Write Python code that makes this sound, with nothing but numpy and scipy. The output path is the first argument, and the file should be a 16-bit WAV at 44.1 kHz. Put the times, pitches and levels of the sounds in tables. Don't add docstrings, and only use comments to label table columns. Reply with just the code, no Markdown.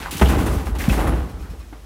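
import sys
import numpy as np
from scipy import signal
from scipy.fft import rfft, irfft, next_fast_len
from scipy.io import wavfile

SR = 44100
rng = np.random.default_rng(int(sys.argv[2]) if len(sys.argv) > 2 else 0)


def boost_factor(decibels):
    exponent = np.asarray(decibels, float) / 20
    return 10 ** exponent


def digitize_waveform(pressure):
    field = np.atleast_2d(pressure).T
    bounded = np.clip(field, -1, 1)
    quanta = np.round(bounded * 32767).astype(np.int16)
    wavfile.write(sys.argv[1], SR, quanta)


N = 81585

# (frequency [Hz], width [Hz], level [dB])
BODY_MODES = [(176, 42, -11.5), (207, 34, 11), (294, 70, -3.5), (393.3, 23.4, 6), (431, 30, -19.5),
              (637.5, 22, 0.5), (797, 42, -17.5), (915, 18.3, -5), (1200, 23, -41.5), (1375, 12, -21.5),
              (1492, 25, -24.5), (1814, 10, -14), (1934, 19, -14.5), (2570, 18, -58)]


def rms_one(x):
    return x / np.sqrt(np.mean(x ** 2) + 1e-20)


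def butter(x, order, hz, kind):
    return signal.sosfilt(signal.butter(order, hz, kind, fs=SR, output="sos"), x)


def colour(x, points):
    edges = 32 * 2 ** np.arange(0, 9.3, 0.5)
    hz, db = np.transpose(points)
    total = 0
    for k, (lo, hi) in enumerate(zip(edges, edges[1:])):
        log_centre = np.log(lo * hi) / 2
        gain = boost_factor(np.interp(log_centre, np.log(hz), db))
        total = total + (-1) ** k * gain * butter(x, 2, [lo, hi], "band")
    return rms_one(total)


def resonance(x, hz, width):
    r = np.exp(-np.pi * width / SR)
    gain = (1 - r * r) / 2
    return signal.lfilter([gain, 0, -gain], [1, -2 * r * np.cos(2 * np.pi * hz / SR), r * r], x)


def double_resonance(x, hz, width):
    return resonance(resonance(x, hz, width), hz, width)


def grains(rate, spread_db):
    size = boost_factor(spread_db * np.minimum(rng.exponential(1, N), 5)) * rng.choice([-1, 1], N)
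    return size * (rng.random(N) < rate / SR) + 1e-18


def since(s):
    return np.maximum(np.arange(N) / SR - s, 0)


def burst(s, rise, t60):
    t = since(s)
    return (1 - np.exp(-t / abs(rise))) * boost_factor(-60 * t / abs(t60))


def body(x):
    modal_db = -7
    rings = 0
    for k, (hz, width, db) in enumerate(BODY_MODES):
        rings = rings + (-1) ** k * boost_factor(db / 2) * resonance(x, hz, max(width, 10))
    direct = butter(x, 1, 3000, "low")
    return rms_one(rms_one(direct) + boost_factor(modal_db) * rms_one(rings))


def taps(rows, offset_db, cycles):
    out, t = np.zeros(N + 4000), np.arange(4000) / SR
    for s, db, hz in rows:
        start = int(s * SR)
        ring = np.sin(2 * np.pi * hz * t) * np.exp(-t * hz / cycles)
        out[start:start + len(t)] += boost_factor(db + offset_db) * ring
    return out[:N]


def background():
    # (frequency [Hz], level [dB per Hz])
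    air_spectrum = [(35, -27), (60, 11.5), (180, -18.5), (536, -22.5), (1800, -27), (2610, -29.5),
                    (3070, -29.5), (6040, -33), (15700, -39)]
    air_db, hum_db, hum_hz, hum_width_hz = -45.5, -38.5, 52.4, 13
    tone = np.sqrt(2) * np.sin(2 * np.pi * hum_hz * np.arange(N) / SR)
    waver = rms_one(resonance(rng.standard_normal(N), hum_hz, hum_width_hz))
    air = butter(colour(rng.standard_normal(N), air_spectrum), 2, 80, "high")
    return boost_factor(air_db) * rms_one(air) + boost_factor(hum_db) * (tone + 0.11 * waver)


def box(x):
    t60_s, cut_hz = 0.44, 1250
    size = next_fast_len(N + SR)
    z = np.exp(-2j * np.pi * np.arange(size // 2 + 1) / size)
    dull, answer = np.exp(-2 * np.pi * cut_hz / SR), 0
    absorption = (1 - dull) / (1 - dull * z)
    for k, lag in enumerate([487, 613, 739, 857, 991, 1123, 1291, 1447]):
        loop = boost_factor(-60 * lag / SR / t60_s) * absorption * z ** lag
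        answer = answer + (-1) ** k * loop / (1 - loop)
    return irfft(rfft(x, size) * answer, size)[:N]


def flecks(x):
    scrape_s, scrape_db, from_hz = 0.1075, -31, 6300
    fleck_db, fleck_gap_s = -8.5, 0.8
    t, late = np.arange(N) / SR, np.roll(x, 90)
    hiss = butter(rng.standard_normal(N), 6, from_hz, "high")
    out = boost_factor(scrape_db) * hiss * burst(scrape_s, 0.002, 0.07)
    for hz in np.sqrt(np.linspace(4500 ** 2, 15500 ** 2, num=12)):
        times = rng.uniform(0, 1, 6)[:, None] * 6 * fleck_gap_s
        windows = np.exp(-((t - times) / 0.011) ** 2).sum(axis=0)
        out = out + boost_factor(fleck_db) * double_resonance(late, hz, 900) * windows
    return out


def latch():
    # (frequency [Hz], width [Hz], level [dB])
    latch_modes = [
        (2470, 140, 0),
        (4150, 200, -6),
        (5400, 160, -5),
        (1150, 160, -4),
    ]
    first_s, period_s, t60_s = 1.291, 0.1035, 0.16
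    first_db, loss_db = -50, 0.5
    source, rings, chatter = grains(2700, 2.2), 0, 0
    for hz, width, db in latch_modes:
        rings = rings + boost_factor(db) * rms_one(double_resonance(source, hz, width))
    for k in range(4):
        chatter = chatter + boost_factor(first_db - loss_db * k) * burst(first_s + period_s * k, 0.0034, t60_s)
    return rings * chatter


def scrapes():
    # (time [s], level [dB], rise [s], t60 [s])
    scrape_events = [(.0, -41.5, 0.00054, 1), (0.109, -29.5, 0.00071, 0.4), (0.166, -31.5, 0.0015, 0.54),
                     (0.21, -30, 0.0018, 0.45), (0.2846, -30.5, 0.001, 0.51), (0.373, -34, 0.01, 0.66),
                     (0.458, -33.5, 0.003, 0.32), (.505, -35.5, 0.014, 0.66), (0.651, -33.5, 0.012, 0.19),
                     (0.7507, -42.5, 0.00042, 0.21), (0.784, -34.5, 0.0029, 0.7),
                     (0.808, -37.5, 0.0027, 0.73), (.883, -35, 0.004, 0.94), (.918, -30.5, 0.0035, 0.26),
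                     (.985, -35, 0.0084, 0.34), (1.068, -34, 0.005, 0.16), (1.135, -48.5, 0.0061, 1),
                     (1.292, -47.5, 0.0028, 0.14), (1.394, -47.5, 0.014, 0.37), (1.495, -49, 0.0064, 0.25),
                     (1.589, -49, 0.0065, 0.14)]
    # (frequency [Hz], level [dB per Hz])
    grit_spectrum = [(1760, -1), (3000, 7), (4070, -13.5), (4430, -4), (13000, -4.5), (15000, -8.5),
                     (15800, -10)]
    power = sum((boost_factor(db) * burst(s, rise, t60)) ** 2 for s, db, rise, t60 in scrape_events)
    grit = butter(colour(grains(7500, 1.5), grit_spectrum), 3, 2300, "high")
    return np.sqrt(power) * rms_one(grit)


def chafes():
    # (time [s], level [dB], centre [Hz], t60 [s])
    rasp_events = [(0.05, -30, 1600, 0.12), (0.057, -23, 940, 0.058), (0.074, -39, 910, 0.46),
                   (0.217, -28, 1480, 0.1), (.255, -25.5, 2980, 0.1), (0.27, -34.5, 2820, 0.27),
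                   (.463, -40.5, 9000, 0.18), (0.798, -27.5, 1870, 0.18), (.808, -44, 5185, .12),
                   (0.894, -26.5, 2440, 0.13), (0.985, -36, 684, 0.19), (.99, -34, 731.5, 0.3),
                   (1.425, -47, 1300, 0.5), (1.45, -48, 1000, 0.22)]
    # (time [s], level [dB], centre [Hz], t60 [s])
    further_chafe_events = [(.113, -42, 14400, .4), (.214, -39, 5800, .15), (.288, -41, 10500, .2),
                            (.789, -42, 14500, .4), (.885, -46, 14500, .2), (1.003, -43, 10800, .35),
                            (1.07, -42, 10500, .25)]
    source, out = grains(8000, 0.79), 0
    for s, db, hz, t60 in [*rasp_events, *further_chafe_events]:
        width = 18.0 * np.sqrt(hz)
        out = out + boost_factor(db) * burst(s, 0.002, t60) * rms_one(double_resonance(source, hz, width))
    return out


def ticks():
    # (time [s], peak level [dB], centre [Hz])
    tick_events = [(0.052, -17, 1880), (0.06, -6.5, 1520), (0.061, -20, 925), (0.07, -13.5, 1040),
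                   (0.084, -14, 1060), (0.111, -25, 2700), (0.164, -19, 2650), (0.194, -35, 2690),
                   (0.196, -17.5, 800), (0.288, -24, 851), (0.463, -30, 1100), (0.672, -15, 880),
                   (0.751, -16, 870), (0.806, -35, 2000), (0.895, -10, 1450), (0.992, -11, 720),
                   (0.996, -23, 760), (1.071, -10, 824), (1.25, -35, 853), (1.725, -50, 730)]
    return taps(tick_events, offset_db=-9, cycles=2.4)


def roll():
    # (time [s], level [dB])
    roll_weight = [(0.0, -42), (0.158, -49), (0.246, -26.5), (0.39, -25), (0.556, -29.5), (0.674, -39.5),
                   (0.906, -34), (1.04, -27.5), (1.092, -26), (1.257, -38), (1.664, -56), (1.85, -56.5)]
    # (frequency [Hz], level [dB per Hz])
    rumble_spectrum = [(53, -75), (90, -8), (147, -4), (323, -6), (535, -10), (842, -12.5), (963, -9.5),
                       (1850, -23), (5000, -34.5), (6500, -68), (11000, -120)]
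    rumble_db, boom_db, boom_hz, boom_width_hz = 3.5, 3.5, 62, 61
    s, db = np.transpose(roll_weight)
    weight = boost_factor(np.interp(np.arange(N) / SR, s, db))
    rumble = colour(body(grains(2200, 3)), rumble_spectrum)
    boom = rms_one(double_resonance(rng.standard_normal(N), boom_hz, boom_width_hz))
    return weight * (boost_factor(rumble_db) * rumble + boost_factor(boom_db) * boom)


def thumps():
    # (time [s], peak level [dB], pitch [Hz])
    thump_events = [(0.004, -27.5, 197), (0.135, -28, 132), (0.15, -19, 159), (0.222, -9, 145),
                    (0.305, -15, 277), (0.354, -20, 132), (0.441, -20, 318), (0.477, -17, 316),
                    (0.492, -16.5, 134), (0.519, -16, 235), (0.69, -17.5, 240), (0.904, -15.5, 245),
                    (0.918, -9, 207), (0.972, -13, 210), (1.001, -34, 182), (1.095, -16.5, 129),
                    (1.144, -15.5, 169), (1.24, -20.5, 215), (1.441, -29, 170), (1.509, -27.5, 176),
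                    (1.546, -34, 266), (1.726, -29, 312)]
    return taps(thump_events, offset_db=-1.5, cycles=1.43)


def knocks():
    # (time [s], level [dB], brightness [Hz], t60 [s])
    knock_events = [(0, -30.5, 1410, 0.27), (0.022, -38, 1650, 1), (0.05, -47, 1360, 0.13),
                    (0.114, -35.5, 1600, 0.97), (0.124, -27.5, 195, 0.31), (0.196, -22.5, 2000, 0.045),
                    (0.2134, -12, 1050, 0.14), (0.287, -25.5, 870, 0.95), (.33, -33.5, 503, 1),
                    (0.386, -27, 575, 0.32), (0.463, -23.5, 714, 0.24), (0.666, -33, 690, 0.33),
                    (0.889, -25.5, 355, 1), (0.7523, -34.5, 1260, 0.27), (0.789, -37.5, 1400, 0.97),
                    (0.838, -32.5, 1200, 0.9), (.897, -28, 2090, 0.052), (0.977, -27, 670, 0.77),
                    (1.068, -25, 700, 0.21), (1.288, -51, 915, 0.028), (1.534, -34.5, 326, 0.17),
                    (1.601, -47.5, 1800, .2), (1.7254, -37, 650, 0.26), (0.922, -29.5, 790, 0.63),
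                    (1.118, -38.5, 724, 1), (1.2, -52, 980, 0.18), (0.577, -34, 1050, 0.34),
                    (0.518, -54, 520, 0.69)]
    rise_s, span = 0.002, 2.5
    source, out = body(grains(12000, 4.9)), 0
    for s, db, hz, t60 in knock_events:
        band = rms_one(butter(source, 2, [hz / span, hz * span], "band"))
        low = butter(band, 1, hz, "low")
        high = band - low
        out = out + boost_factor(db) * (low * burst(s, rise_s, t60) + high * burst(s, rise_s, t60 * 0.49))
    return out


def bumps():
    # (time [s], peak level [dB], pitch [Hz])
    bump_events = [(0.001, -58, 51.3), (0.028, -29, 42.7), (0.066, -41, 52.7), (0.099, -36.5, 68),
                   (0.131, -31, 84.4), (0.146, -51, 109), (.172, -50, 55.4), (0.2151, -10, 65.5),
                   (0.2297, -10, 66.2), (0.292, -13, 62.5), (0.343, -31, 61.6), (0.367, -17.5, 60.6),
                   (0.423, -20, 62.6), (0.482, -13, 63), (0.558, -14.5, 64), (0.658, -17.5, 64),
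                   (0.712, -13, 59.6), (0.79, -20.5, 58.3), (0.831, -20, 53.6), (.865, -24, 54.4),
                   (0.898, -9, 57.3), (0.988, -14.5, 52.4), (1.072, -13.5, 59.9), (1.128, -15, 62),
                   (1.175, -19.5, 53.5), (1.206, -16.5, 61), (1.277, -30, 55.6), (1.309, -34.5, 57),
                   (1.332, -24, 54.2), (1.399, -24.5, 52.8), (1.43, -28, 55.6), (1.489, -29, 58),
                   (1.512, -33, 53.4), (1.586, -31, 61)]
    rise_s, fall_s = 0.012, 0.031
    upper_ratio, upper_db = 1.24, -8.5
    out = 0
    for s, db, hz in bump_events:
        t = since(s)
        shape = (1 - np.exp(-t / rise_s)) * np.exp(-t / fall_s)
        lower_mode = np.sin(2 * np.pi * hz * t)
        upper_mode = boost_factor(upper_db) * np.sin(2 * np.pi * hz * upper_ratio * t)
        out = out + boost_factor(db) * shape / shape.max() * (lower_mode + upper_mode)
    return out


def slaps():
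    # (time [s], peak level [dB], pitch [Hz], width [s])
    slap_events = [
        (.885, -1.5, 180, .0036),
        (.219, -11, 200, .005),
        (.2325, -12, 170, .004),
        (.899, -16, 200, .006),
        (.239, -12, 140, .004),
    ]
    t, out = np.arange(N) / SR, 0
    for s, db, hz, width in slap_events:
        out = out + boost_factor(db) * np.cos(2 * np.pi * hz * (t - s)) * np.exp(-((t - s) / width) ** 2)
    return out


def drop():
    contact_delays = [0, .002, .0045, .0075, .0095, .012, .016, .019, .022, .026, .031, .037]
    drop_s, drop_db, soft_hz = 0.2137, -22, 2280
    loss_db, luck_db = 1.16, 1.54
    shape = (len(BODY_MODES), len(contact_delays))
    strengths = rng.normal(0, luck_db, shape) - loss_db * np.arange(shape[1])
    signs = rng.choice([-1, 1], shape)
    places = ((drop_s + np.array(contact_delays)) * SR).astype(int)
    out = 0
    for (hz, width, db), strength, sign in zip(BODY_MODES, strengths, signs):
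        clicks = np.full(N, 1e-18)
        clicks[places] = sign * boost_factor(drop_db + db + strength) * SR / (2 * np.pi * width)
        out = out + resonance(clicks, hz, width * 1.5)
    return butter(out, 4, soft_hz, "low")


def scene():
    hits = knocks() + drop() + chafes() + ticks() + latch()
    echo = boost_factor(-17.5) * box(hits)
    floor = slaps() + thumps() + bumps()
    mid = hits + echo + floor + roll() + scrapes() + background()
    side = flecks(mid)
    return np.array([mid + side, mid - side])


def band_limit(x):
    return signal.sosfilt(signal.butter(12, 15830, fs=SR, output="sos"), x)


def record(dry):
    x = butter(dry, 3, 33, "high")
    rounded = 0.9 * np.tanh(x / 0.9)
    top_cut = signal.ellip(14, 0.5, 80, 15820, fs=SR, output="sos")
    return band_limit(signal.sosfilt(top_cut, rounded))


dry = scene()
out = record(dry)
digitize_waveform(out)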